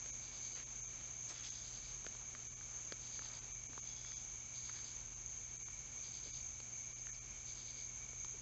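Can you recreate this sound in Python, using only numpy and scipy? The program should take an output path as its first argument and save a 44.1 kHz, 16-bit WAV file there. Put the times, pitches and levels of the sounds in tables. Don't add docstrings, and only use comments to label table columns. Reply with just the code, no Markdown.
import sys
import numpy as np
from scipy import signal
from scipy.fft import rfft, irfft, dct, next_fast_len
from scipy.io import wavfile
from scipy.ndimage import map_coordinates

SR = 44100
rng = np.random.default_rng(int(sys.argv[2]) if len(sys.argv) > 2 else 0)


def invert_db(level):
    return 10 ** (np.asarray(level, dtype=float) / 20)


def master_out(mix):
    frames = np.transpose(np.atleast_2d(mix))
    ceiling = np.clip(frames, -1, 1)
    pcm = np.round(ceiling * 32767).astype(np.int16)
    wavfile.write(sys.argv[1], SR, pcm)


N = 370881

# (frequency [Hz], level [dB/Hz])
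HIGH_BLUR = [(3290, -47.5), (5680, -26), (6140, 0), (6310, 4.5), (6590, 0), (7000, -10), (9100, -52),
             (15400, -120)]
# (frequency [Hz], level [dB/Hz])
HIGH_SKIRT = [(3940, -30.5), (6700, -7), (6950, -11), (7260, -8.5), (7950, -23.5), (8130, -41), (8250, -38),
              (10700, -65.5), (18200, -120)]
# (peak time [s], lift [dB])
CHIRPS = [(.06, 3.5), (.45, 5), (.8, 2.5), (1.2, 3.5), (1.55, 2), (1.92, 1.5), (2.2, 1.5), (2.49, 1.5),
          (2.81, 3.5), (3.16, 4), (3.5, 2), (3.87, 1.5), (4.21, 3), (4.6, 3.5), (4.93, 2.4), (5.29, 3),
          (5.68, 2), (6.04, 2.5), (6.38, 3.5), (6.8, 2), (7.12, 1.2), (7.49, 2), (7.85, 3), (8.22, 3.5)]
# (frequency [Hz], level [dB/Hz])
LOW_BLUR = [(1210, -41), (2050, -15.5), (2270, 6), (2360, 0.5), (2490, -8.5), (2600, -17), (3380, -37),
            (5720, -120)]
# (time [s], level [dB])
LOW_COURSE = [(0.0, -66), (1.17, -70.5), (2.62, -69.5), (3.35, -68.5), (4.36, -69), (4.89, -68),
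              (5.36, -70), (5.76, -66.5), (6.7, -68.5), (7.89, -65.5), (8.27, -67.5), (8.41, -68.5)]
# (frequency [Hz], level [dB rms])
MAINS_LINES = [(120, -65.8), (240, -78.5), (360, -88), (60, -74)]
# (frequency [Hz], level [dB/Hz])
AIR_SPECTRUM = [(88, -39.5), (150, -8), (167, -10), (291, -13.5), (1640, -17), (2300, -17.5), (2610, -16),
                (4340, -17.5), (5550, -21.5), (6000, -6), (7800, -25.5), (13200, -120)]
# (frequency [Hz], level [dB/Hz])
RUMBLE_SPECTRUM = [(12, -35.5), (20, -3.5), (48, 1.5), (76, 2.5), (119, -2), (141, -4), (171, -15.5),
                   (220, -13.5), (290, -38.5), (480, -120)]
# (time [s], level [dB], length [s], centre [Hz], width [Hz])
PAW_SCUFFS = [(0.038, -70, 0.036, 1500, 2030), (0.536, -57.5, 0.1, 2100, 2600),
              (0.547, -64.5, 0.038, 400, 503), (0.928, -66, .12, 1500, 2500),
              (1.283, -49, 0.048, 6270, 5000), (1.293, -57.5, 0.044, 1000, 1800),
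              (1.298, -63.5, 0.026, 330, 300), (1.33, -60, 0.18, 2180, 4000),
              (1.428, -53.5, 0.093, 4060, 5000), (2.198, -65.5, .05, 1010, 1200),
              (2.679, -66, .15, 1200, 1500), (3.209, -64, 0.31, 1190, 2010), (3.69, -61, 0.023, 204, 201),
              (4.685, -59.5, .03, 1500, 1500), (4.73, -65, 0.14, 1600, 1200),
              (4.997, -73, 0.14, 1180, 1500), (6.258, -60.5, .025, 280, 298),
              (6.982, -63, .018, 5000, 1490), (7.086, -60, 0.024, 1780, 352),
              (7.142, -60.5, 0.019, 4900, 1200), (8.338, -64, 0.038, 395, 150)]
# (time [s], peak [dB], main mode [Hz], low mode over main [dB], high modes over main [dB])
TWIG_SNAPS = [(0.059, -54, 1400, -1.5, 4), (0.531, -58.5, 1600, 4, 7), (0.931, -62, 1670, -1, 9),
              (1.01, -54, 1640, -11, -1), (2.046, -59, 902, 1.5, -6.5), (2.064, -41, 1720, -6, -4),
              (2.149, -56.5, 934, -5, -5), (2.349, -44.5, 1420, -15, -9.5), (2.609, -51.5, 1490, -23, -12),
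              (2.921, -40, 1490, -3.5, -1), (3.191, -46, 1500, -9, -13), (3.219, -54, 1190, -12, -0.5),
              (3.255, -57, 1070, -18, 5.5), (3.731, -53, 1390, -18, -10), (3.777, -45, 1030, -5, -8.5),
              (4.047, -51.5, 1410, -16, -7), (4.118, -52.5, 1750, -24, -1.5), (4.695, -51, 1500, -13, -7),
              (5.683, -53.5, 1300, -16, -9), (6.601, -58.5, 950, 1.5, 11.5), (7.056, -56, 1760, -16, -13),
              (7.068, -46.5, 1820, -20, -22), (8.131, -60.5, 1000, 3.5, -6), (8.246, -50.5, 1150, -5.5, 2)]
# (frequency [Hz], width [Hz], level [dB])
WOOD_LOW = [(445, 606, 0)]
# (frequency [Hz], width [Hz], level [dB])
WOOD_HIGH = [(2920, 790, 0.5), (4470, 1000, 1.5), (7250, 1500, -2.5)]
# (time [s], level [dB])
NEAR_PHRASES = [
    (.213, -62),
    (1.525, -61),
    (3.01, -60.5),
    (4.538, -60.5),
    (6.022, -60.5),
    (7.455, -61),
]
# (time [s], level [dB])
FARTHER_PHRASES = [
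    (1.33, -62),
    (3.848, -62),
]
# (frequency [Hz], width [Hz], level [dB])
NEAR_WING_MODES = [(3400, 1300, -4.5), (4830, 850, -0.5), (7540, 800, -6.5)]
# (frequency [Hz], width [Hz], level [dB])
FARTHER_WING_MODES = [(5000, 680, -0.5), (3354, 240, 2.5), (4340, 1500, -10.5)]
FAINT_LOSSES = [.119, .544, .653, .823, .865, 1.506, 2.487, 2.553, 3.406, 3.532, 3.68, 3.811, 4.152, 5.153,
                5.58, 5.645, 6.327, 6.946, 7.117, 7.203]

CHORUS_DB, FLUTTER_DB = -52.5, 0.76
CHIRP_RISE_S, CHIRP_FALL_S = 0.071, 0.125
SKIRT_DB, SKIRT_DRIFT_DB = -67.3, -0.5
AIR_DB, AIR_FADE_DB_PER_S = -67, 0.3051
RUMBLE_DB, HEAVE_DB = -64.3, 1.86
STROKE_GAP_S, STROKE_S = 0.099, 0.096
WARM_UP_DB = -1
LOSS_STEP_DB = 10.8
TOP_HZ = 8230


def unit(x):
    return x / np.sqrt(np.mean(x ** 2) + 1e-20)


def curves(rows):
    s, *cols = np.transpose(rows)
    return [np.interp(np.arange(N) / SR, s, c) for c in cols]


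def wobble(rate):
    coarse = np.arange(0, N + 64, 64)
    knots = rng.standard_normal(int(N * rate / SR) + 5)
    return np.interp(np.arange(N), coarse, map_coordinates(knots, [coarse * rate / SR]))


def filtered(x, response):
    m = next_fast_len(len(x) + 2048)
    return irfft(rfft(x, m) * response(np.fft.rfftfreq(m, 1 / SR)), m)[:len(x)]


def noise(spectrum):
    hz, db = np.transpose(spectrum)
    shape = lambda f: invert_db(np.interp(np.log(f + 1), np.log(hz), db))
    return unit(filtered(rng.standard_normal(N), shape))


def steep(x, modes):
    def ring(f):
        total = 0
        for k, (centre, width, db) in enumerate(modes):
            damping = 1j * f * width
            total = total + (-1) ** k * invert_db(db) * damping / (centre ** 2 - f ** 2 + damping)
        return total
    return filtered(x, lambda f: ring(f) ** 2)


def trill(centre_hz, spread_hz, pulse_rate, glide_hz, swell_db, count):
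    out = np.zeros(N)
    for pitch, (pace, size, start) in zip(np.linspace(-1.4, 1.4, count), rng.standard_normal((count, 3))):
        strokes_per_s = pulse_rate * (1 + 0.18 * pace + 0.06 * wobble(6))
        stroke = (np.cumsum(strokes_per_s) / SR + start) % 1
        hz = centre_hz + spread_hz * (pitch + 0.5 * wobble(25)) + glide_hz * (0.35 - stroke)
        gate = np.sin(np.pi * np.clip(stroke / 0.72, 0, 1)) ** 2
        tone = np.sin(2 * np.pi * np.cumsum(hz) / SR)
        out += invert_db(2.0 * size + swell_db * wobble(3.3)) * gate * tone
    return unit(out)


def swelling():
    t = np.arange(0, N / SR, 0.002)
    lift_db = np.zeros(len(t))
    for s, db in CHIRPS:
        late = t - s
        lift_db += db * np.exp(-(late / np.where(late < 0, CHIRP_RISE_S, CHIRP_FALL_S)) ** 2)
    return CHORUS_DB + np.interp(np.arange(N) / SR, t, lift_db) + FLUTTER_DB * wobble(24)


def crickets():
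    near = trill(centre_hz=6380, spread_hz=100, pulse_rate=55, glide_hz=249.4, swell_db=0.6, count=11)
    high = invert_db(-2) * near + invert_db(-2.0 + 0.38 * wobble(18)) * noise(HIGH_BLUR)
    deep = trill(centre_hz=2289, spread_hz=55, pulse_rate=32, glide_hz=90.1, swell_db=1.0, count=5)
    low = invert_db(-3.5) * deep + invert_db(-4.5) * noise(LOW_BLUR)
    low_db = curves(LOW_COURSE)[0] + 1.5 + 0.96 * wobble(9)
    skirt_db = SKIRT_DB + SKIRT_DRIFT_DB * wobble(2.2) + 3.0 + 1.3 * wobble(20)
    return invert_db(swelling()) * high + invert_db(low_db) * low + invert_db(skirt_db) * noise(HIGH_SKIRT)


def background():
    t = np.arange(N) / SR
    hum = np.zeros(N)
    for hz, db in MAINS_LINES:
        hum += invert_db(db + 4.0 + 0.32 * wobble(3)) * np.sin(2 * np.pi * hz * t + 0.059 * wobble(1.1))
    drone_hz = 43.3 + 0.9 * wobble(3)
    drone = invert_db(-65 + 3.0 * wobble(3.4)) * np.sin(2 * np.pi * np.cumsum(drone_hz) / SR)
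    air_db = AIR_DB - AIR_FADE_DB_PER_S * t + 8 + 0.65 * wobble(12)
    rumble_db = RUMBLE_DB + HEAVE_DB * wobble(4.5) - 2.0
    return hum + drone + invert_db(air_db) * noise(AIR_SPECTRUM) + invert_db(rumble_db) * noise(RUMBLE_SPECTRUM)


def leaves():
    out = np.zeros(N + SR)
    for s, db, length, hz, width_hz in PAW_SCUFFS:
        u = np.arange(int(2 * length * SR)) / (length * SR)
        grains = rng.standard_normal(len(u)) * invert_db(2.84 * rng.exponential(size=len(u)))
        crush = unit(steep(grains, [(hz, 1.3 * width_hz, 0)]))
        press = np.minimum(8 * u, 1) * np.exp(-1.2 * u ** 3)
        out[round(s * SR):][:len(u)] += invert_db(db) * crush * press
    return out[:N]


def twigs():
    out, t = np.zeros(N + SR), np.arange(800) / SR
    for s, db, mid_hz, low_db, high_db in TWIG_SNAPS:
        splinters = 0.09 * rng.standard_normal(len(t)) * invert_db(-60 * t / 0.011)
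        blow = (t == 0) + splinters
        main = [(mid_hz, 0.75 * mid_hz, 0)]
        for share_db, modes in ((low_db, WOOD_LOW), (0, main), (high_db, WOOD_HIGH)):
            ring = -sum(steep(blow, [mode]) for mode in modes)
            out[round(s * SR) + 60:][:len(t)] += invert_db(6.0 + db + share_db) * ring / abs(ring).max()
    return out[:N]


def phrases(starts, count):
    strokes = []
    for s, db in starts:
        for k in range(count):
            strokes.append((s + k * STROKE_GAP_S, db + WARM_UP_DB * (k == 0), STROKE_S))
    return strokes


def katydid(strokes, wing, tooth_rate, scatter, blur):
    teeth, effort = np.zeros(N), np.zeros(N)
    tooth_count = np.cumsum(tooth_rate * (1 + scatter * wobble(40))) / SR
    at = np.flatnonzero(np.diff(np.floor(tooth_count)))
    teeth[at] = invert_db(2.4 * rng.standard_normal(len(at)))
    for s, db, length in strokes:
        u = np.linspace(0, 1, int(length * SR))
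        effort[round(s * SR):][:len(u)] += invert_db(db) * np.abs(np.sin(np.pi * u ** 0.63)) ** 0.8
    tail = invert_db(-60 * np.arange(SR // 2) / SR / 0.39)
    echo_power = signal.fftconvolve(effort ** 2, tail ** 2 / np.sum(tail ** 2))[:N]
    lingering = np.sqrt(np.abs(echo_power))
    echoes = unit(steep(rng.standard_normal(N), wing))
    return effort * unit(steep(teeth, wing)) + blur * lingering * echoes


def scene():
    mono = crickets() + background() + leaves() + twigs()
    mono += katydid(phrases(NEAR_PHRASES, count=4), NEAR_WING_MODES, tooth_rate=245, scatter=0.06, blur=0.7)
    farther = phrases(FARTHER_PHRASES, count=3) + [(4.125, -64.5, STROKE_S)]
    mono += katydid(farther, FARTHER_WING_MODES, tooth_rate=230, scatter=0.1, blur=0.91)
    return np.array([mono, mono])


def lose_faint_tones(x):
    out, size = x.copy(), 1700
    window = 0.92 * np.hanning(size) ** 0.7
    hz = np.arange(size) * SR / (2 * size)
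    for s in FAINT_LOSSES:
        i = round(s * SR) - size // 2
        tones = dct(x[i:i + size], norm="ortho")
        band_db = np.repeat(2.5 * rng.standard_normal(size // 20), 20)
        typical = np.median(np.abs(tones[hz < 5700]))
        faint = np.abs(tones) < invert_db(LOSS_STEP_DB - 1.5 + band_db) * typical
        lost = dct(tones * faint * (hz < 7600), type=3, norm="ortho")
        out[i:i + size] -= window * lost
    return out


def roll_off(x):
    return signal.sosfilt(signal.butter(12, 8450, fs=SR, output="sos"), x)


def record(dry):
    mono = filtered(dry[0], lambda hz: (hz < TOP_HZ) * (hz > 18) / (1 + (hz / 7900) ** 50))
    edge = filtered(mono, lambda hz: 1 / (1 + (7850 / (hz + 1)) ** 60))
    flicker = invert_db(5 * np.clip(wobble(30), -3, 1))
    mono = lose_faint_tones(mono + edge * (flicker - 1))
    return roll_off(np.array([mono, mono]))


dry = scene()
out = record(dry)
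master_out(out)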